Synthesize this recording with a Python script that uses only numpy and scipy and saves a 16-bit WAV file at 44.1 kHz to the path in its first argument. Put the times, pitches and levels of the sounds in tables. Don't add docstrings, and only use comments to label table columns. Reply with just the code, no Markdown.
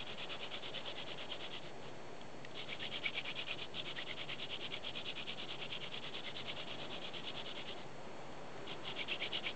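import sys
import numpy as np
from scipy import signal
from scipy.fft import rfft, irfft
from scipy.io import wavfile
from scipy.ndimage import uniform_filter1d

SR = 44100
rng = np.random.default_rng(int(sys.argv[2]) if len(sys.argv) > 2 else 0)


def wrap_up_sound(samples):
    columns = np.atleast_2d(samples).T
    tamed = np.clip(columns, -1, 1)
    steps = np.round(tamed * 32767).astype(np.int16)
    wavfile.write(sys.argv[1], SR, steps)


N = 421155
T = np.arange(N) / SR


def undb(db):
    return 10 ** (np.asarray(db) / 20)


def unit(x):
    return x / np.sqrt(np.mean(x ** 2))


def curve(points, at=T):
    return np.interp(at, *np.transpose(points))


def wander(rate_hz):
    hold = int(SR / rate_hz)
    steps = np.repeat(rng.standard_normal(N // hold + 1), hold)
    return 1.3 * uniform_filter1d(uniform_filter1d(steps, hold), hold)[:N]


def colour(x, spectrum):
    hz, db = np.transpose(spectrum)
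    f = np.maximum(np.arange(N // 2 + 1) * SR / N, 1)
    gain = undb(np.interp(np.log(f), np.log(hz), db)) * np.minimum(hz[-1] / f, 1) ** 2
    return unit(irfft(rfft(x) * gain, N))


def ring(x, modes, tilt_db=0):
    out = 0
    for k, (hz, width, db) in enumerate(modes):
        band = np.concatenate(signal.iirpeak(hz, hz / (2 * width), fs=SR))
        gain = undb(db) * (hz / 3000) ** (tilt_db / 6)
        out = out + gain * signal.sosfilt([band, band], np.roll(x, k * N // len(modes)))
    return unit(out)


def fibres(per_s, scatter_db):
    chance = rng.random(N)
    i = np.flatnonzero(chance < per_s / SR)
    size = np.minimum(-np.log(chance[i] * SR / per_s + 1e-9), 3)
    clicks = np.zeros(N)
    clicks[i] = (-1.0) ** (i % 2) * undb(scatter_db * size)
    return unit(clicks)


def slip(rate_hz, depth_db):
    return undb(depth_db * np.tanh(wander(rate_hz)))


# (start [s], end [s], strokes [count])
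STROKE_RUNS = [(-0.062, 1.717, 16), (1.802, 1.912, 1), (2.538, 2.902, 3), (2.897, 3.676, 7),
               (3.729, 4.799, 10), (4.819, 6.548, 16), (6.542, 7.227, 6), (7.227, 7.852, 6),
               (8.657, 8.757, 1), (8.824, 9.537, 6)]
def strokes():
    rows = []
    for start, end, count in STROKE_RUNS:
        length = (end - start) / round(count)
        rows += [(start + (k + .5) * length, length, (-1) ** k) for k in range(round(count))]
    return rows


# (time [s], level [dB])
PALM_EFFORT = [(0, -46), (0.45, -45), (1.0, -45.3), (1.56, -47.7), (1.67, -54.8), (1.85, -59.5),
               (2.55, -46), (3.0, -41.2), (3.5, -41.7), (3.65, -47.5), (3.78, -42.7), (4.15, -44.2),
               (4.5, -42), (5.2, -44.3), (6.4, -43.3), (6.85, -46.7), (7.5, -44.9), (7.69, -46.8),
               (7.8, -57), (8.7, -47), (9.15, -38.8), (9.55, -39.5)]
# (time [s], bite relative to the effort [dB], bite pitch [Hz])
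TIP_SEAT = [(0.45, -8, 2500), (0.75, -14, 2000), (1.5, -9, 2050), (2.8, -6, 2200), (3.5, -2.5, 2400),
            (3.78, -13, 2400), (4.0, -6, 2120), (4.5, -10, 2280), (5.2, -7.5, 2430), (5.75, -13, 2290),
            (6.15, -11, 2020), (6.8, -5.5, 2600), (7.35, -18, 2250), (7.65, -8.5, 2100), (8.9, -6.5, 2200),
            (9.3, -12, 2270)]
def spindle(skew=1.015, push_db=0.3, push_bite_db=-2.0):
    speed, force, bite, bite_hz, direction = np.zeros((5, N))
    seat_s, seat_db, seat_hz = np.transpose(TIP_SEAT)
    for middle, length, push in strokes():
        force_scatter_db, bite_scatter_db, detune = rng.standard_normal(3) * (0.35, 0.8, 0.025)
        i = slice(*np.searchsorted(T, [middle - length / 2, middle + length / 2]))
        progress = np.clip((T[i] - middle) / length + .5, 0, 1)
        speed[i], direction[i] = np.abs(np.sin(np.pi * progress ** skew)), push
        force_db = curve(PALM_EFFORT, middle) + push * push_db + force_scatter_db
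        bite_db = np.interp(middle, seat_s, seat_db) + push * push_bite_db + bite_scatter_db
        force[i], bite[i] = undb(force_db), undb(force_db + bite_db)
        bite_hz[i] = np.interp(middle, seat_s, seat_hz) * (1 + detune)
    return speed, force, bite, bite_hz, direction


# (frequency [Hz], nominal width [Hz], gain [dB])
WOOD_MODES = [(1330, 300, -15.5), (1973, 200, -13), (2567, 294, -5.5), (2895, 175, 0.5), (3203, 160, -2.5),
              (3350, 178, 0.5), (3690, 174, -6.5), (4050, 200, -18)]
# (time [s], tilt [dB per octave])
GRIP_TILT = [(0, -3.5), (.43, -4), (1.1, 1), (2.6, 2.5), (3.1, -1), (3.6, -3), (3.8, 4.5), (4.1, 1),
             (4.42, 2.5), (5.0, 1), (6.4, 1.5), (7.7, 5.5), (9.3, 0)]
def wood_rasp(direction, push_tilt_db=1.7, drift=.02):
    tilt_db = curve(GRIP_TILT) + direction * push_tilt_db
    wood = ring(fibres(per_s=5500, scatter_db=2.5), WOOD_MODES, tilt_db)
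    position = np.cumsum(1 + drift * wander(12))
    return np.interp(position % N, np.arange(N), wood)


def tip_chatter(hz, half_width_hz=106):
    lowpass = signal.butter(2, half_width_hz, fs=SR, output="sos")
    carrier = np.exp(2j * np.pi * np.cumsum(hz) / SR)
    slips = fibres(per_s=2000, scatter_db=4.0)
    return unit((carrier * signal.sosfilt(lowpass, slips / carrier)).real)


# (frequency [Hz], gain [dB])
SCRAPE_SPECTRUM = [(120, -10.5), (350, -3), (600, -0.5), (900, -5), (1330, -2), (1700, -7), (3000, -4.5),
                   (4000, -9.5), (4500, -12), (5100, -25), (8000, -40)]
def broad_scrape(force):
    return colour(fibres(per_s=6000, scatter_db=3.2), SCRAPE_SPECTRUM) * force ** 0.31 * undb(-38.8)


# (frequency [Hz], nominal width [Hz], gain [dB])
BOARD_MODES = [(355, 40, -2.5), (581, 50, 1.5), (1030, 120, -11)]
# (time [s], level [dB])
BOARD_SHAKE = [(0, -62), (0.45, -56.5), (1.1, -54.5), (1.7, -62), (2.7, -66.5), (4.0, -59), (5.2, -64),
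               (6.7, -56.5), (7.7, -62), (9.3, -58.5)]
def fireboard(speed):
    return ring(fibres(per_s=2500, scatter_db=4.0), BOARD_MODES) * speed * undb(curve(BOARD_SHAKE))


def hand_drill(load_db=-44):
    speed, force, bite, bite_hz, direction = spindle()
    sticking = 0.85 + 0.55 * force / undb(load_db)
    sliding = np.tanh(1.04 * speed ** sticking)
    rasp = wood_rasp(direction) * force * sliding
    chatter = tip_chatter(bite_hz) * bite * speed ** 4.5
    scrape = broad_scrape(force) * sliding
    board = fireboard(speed)
    return slip(240, depth_db=3.0) * (rasp + chatter) + slip(120, depth_db=2.0) * scrape + board


# (frequency [Hz], gain [dB])
RUSH_SPECTRUM = [(25, -19), (65, -11.5), (105, -12), (200, -5), (290, -3.5), (370, 0.5), (470, -2),
                 (600, -.5), (900, -5), (1200, -10.5), (2200, -13), (3400, -16.5), (4300, -28.5)]
# (time [s], level [dB])
RUSH_COURSE = [(0, -53), (1.0, -52.7), (2.5, -53.5), (4.0, -54.7), (6.3, -54), (6.8, -51.3), (7.4, -52.6),
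               (9.55, -51.7)]
def woodland_rush(flutter_db=0.45):
    rush = colour(rng.standard_normal(N), RUSH_SPECTRUM)
    return rush * undb(curve(RUSH_COURSE) + flutter_db * wander(6))


# (frequency [Hz], nominal width [Hz], gain [dB])
DRONE_BANDS = [(48, 9.3, -11), (89, 18, -4), (135.6, 29, 0), (166, 28.5, -0.5), (223, 22, 0),
               (263.4, 30, -2), (381.6, 63, -3)]
# (time [s], level [dB])
DRONE_COURSE = [(0, -60.7), (1.7, -62), (4.2, -58.7), (7.2, -58.7), (8.6, -59.9), (9.55, -58.3)]
def distant_drone():
    return ring(rng.standard_normal(N), DRONE_BANDS) * undb(curve(DRONE_COURSE))


# (frequency [Hz], rms level [dB])
MOTOR_TONES = [(134.3, -67), (4388.8, -74), (6222, -91), (6666.7, -85.5)]
def camera_whine(waver_hz=2.0, hiss_db=-64):
    tones = 0
    for hz, db in MOTOR_TONES:
        phase = 2 * np.pi * np.cumsum(hz + waver_hz * wander(25)) / SR
        tones = tones + undb(db) * np.sqrt(2) * np.sin(phase)
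    return tones + undb(hiss_db) * rng.standard_normal(N)


def light_catches(share=0.22, low_hz=2800, high_hz=3450, over_effort_db=2.0, scatter_s=0.008):
    rows = []
    for middle, _, _ in strokes():
        luck, late, high = rng.random(3)
        if luck < share:
            time = middle + scatter_s * (2 * late - 1)
            hz = low_hz + high * (high_hz - low_hz)
            rows.append((time, hz, curve(PALM_EFFORT, middle) + over_effort_db))
    return rows


# (time [s], pitch [Hz], level [dB])
HARD_CATCHES = [(0.761, 2950, -38.5), (1.322, 3250, -37.5), (2.731, 2260, -42), (2.83, 1890, -42),
                (2.943, 2300, -40.5), (3.064, 2300, -30.5), (3.294, 2390, -39), (3.51, 2730, -37),
                (3.797, 3380, -37), (3.989, 1980, -36.5), (4.537, 2930, -35.5), (9.017, 2330, -37.5),
                (9.126, 2800, -32.5), (9.223, 2220, -34.5), (9.353, 2860, -34.5), (9.469, 2240, -34)]
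def tip_squeaks(rise_s=0.0063, fall_s=0.0058, waver=.03, glide_per_s=6.0):
    out, drift = np.zeros(N), wander(600)
    for time, hz, db in HARD_CATCHES + light_catches():
        i = np.flatnonzero(np.abs(T - time) < .03)
        t = T[i] - time
        envelope = np.exp(-np.abs(t) / np.where(t < 0, rise_s, fall_s))
        pitch = hz * (1 + glide_per_s * t + waver * drift[i])
        out[i] += undb(db) * envelope * np.sin(2 * np.pi * np.cumsum(pitch) / SR)
    return out * slip(550, depth_db=4.5)


# (time [s], level [dB], pitch [Hz])
GRIP_KNOCKS = [(1.80, -44, 517), (1.885, -40, 560), (2.168, -52, 1600), (2.215, -48, 3300),
               (2.450, -40.5, 1930), (2.513, -53, 3400), (8.326, -55, 3300), (8.578, -50, 2000)]
def grip_knocks(decay_s=0.0025, contact_s=0.0026, scratch_db=-4):
    out = np.zeros(N)
    scratch = undb(scratch_db) * ring(rng.standard_normal(N), [(2700, 1000, 0)])
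    for time, db, hz in GRIP_KNOCKS:
        i = np.flatnonzero((T > time - contact_s) & (T < time + 10 * decay_s))
        t = T[i] - time
        envelope = np.minimum(1 + t / contact_s, np.exp(-t / decay_s))
        hardness = min(hz / 2000, 1)
        out[i] += undb(db) * envelope * (np.sin(2 * np.pi * hz * t) + hardness * scratch[i])
    return out


# (time [s], half length [s], frequency [Hz], nominal width [Hz], level [dB])
FAR_SWELLS = [(8.6, 0.75, 870, 300, -61), (9.0, 0.51, 394, 25, -60.5)]
def distant_swells():
    out = 0
    for time, half_s, hz, width, db in FAR_SWELLS:
        envelope = undb(db) * np.exp(-((T - time) / half_s) ** 2)
        out = out + ring(rng.standard_normal(N), [(hz, width, 0)]) * envelope
    return out


def scene():
    return (hand_drill() + woodland_rush() + distant_drone() + camera_whine()
            + tip_squeaks() + grip_knocks() + distant_swells())[None]


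def record(dry, top_hz=8150, dc_offset=-.0049):
    lowpass = signal.firwin(101, top_hz, window=("kaiser", 7), fs=SR)
    return signal.fftconvolve(dry, lowpass[None], mode="same") + dc_offset


dry = scene()
out = record(dry)
wrap_up_sound(out)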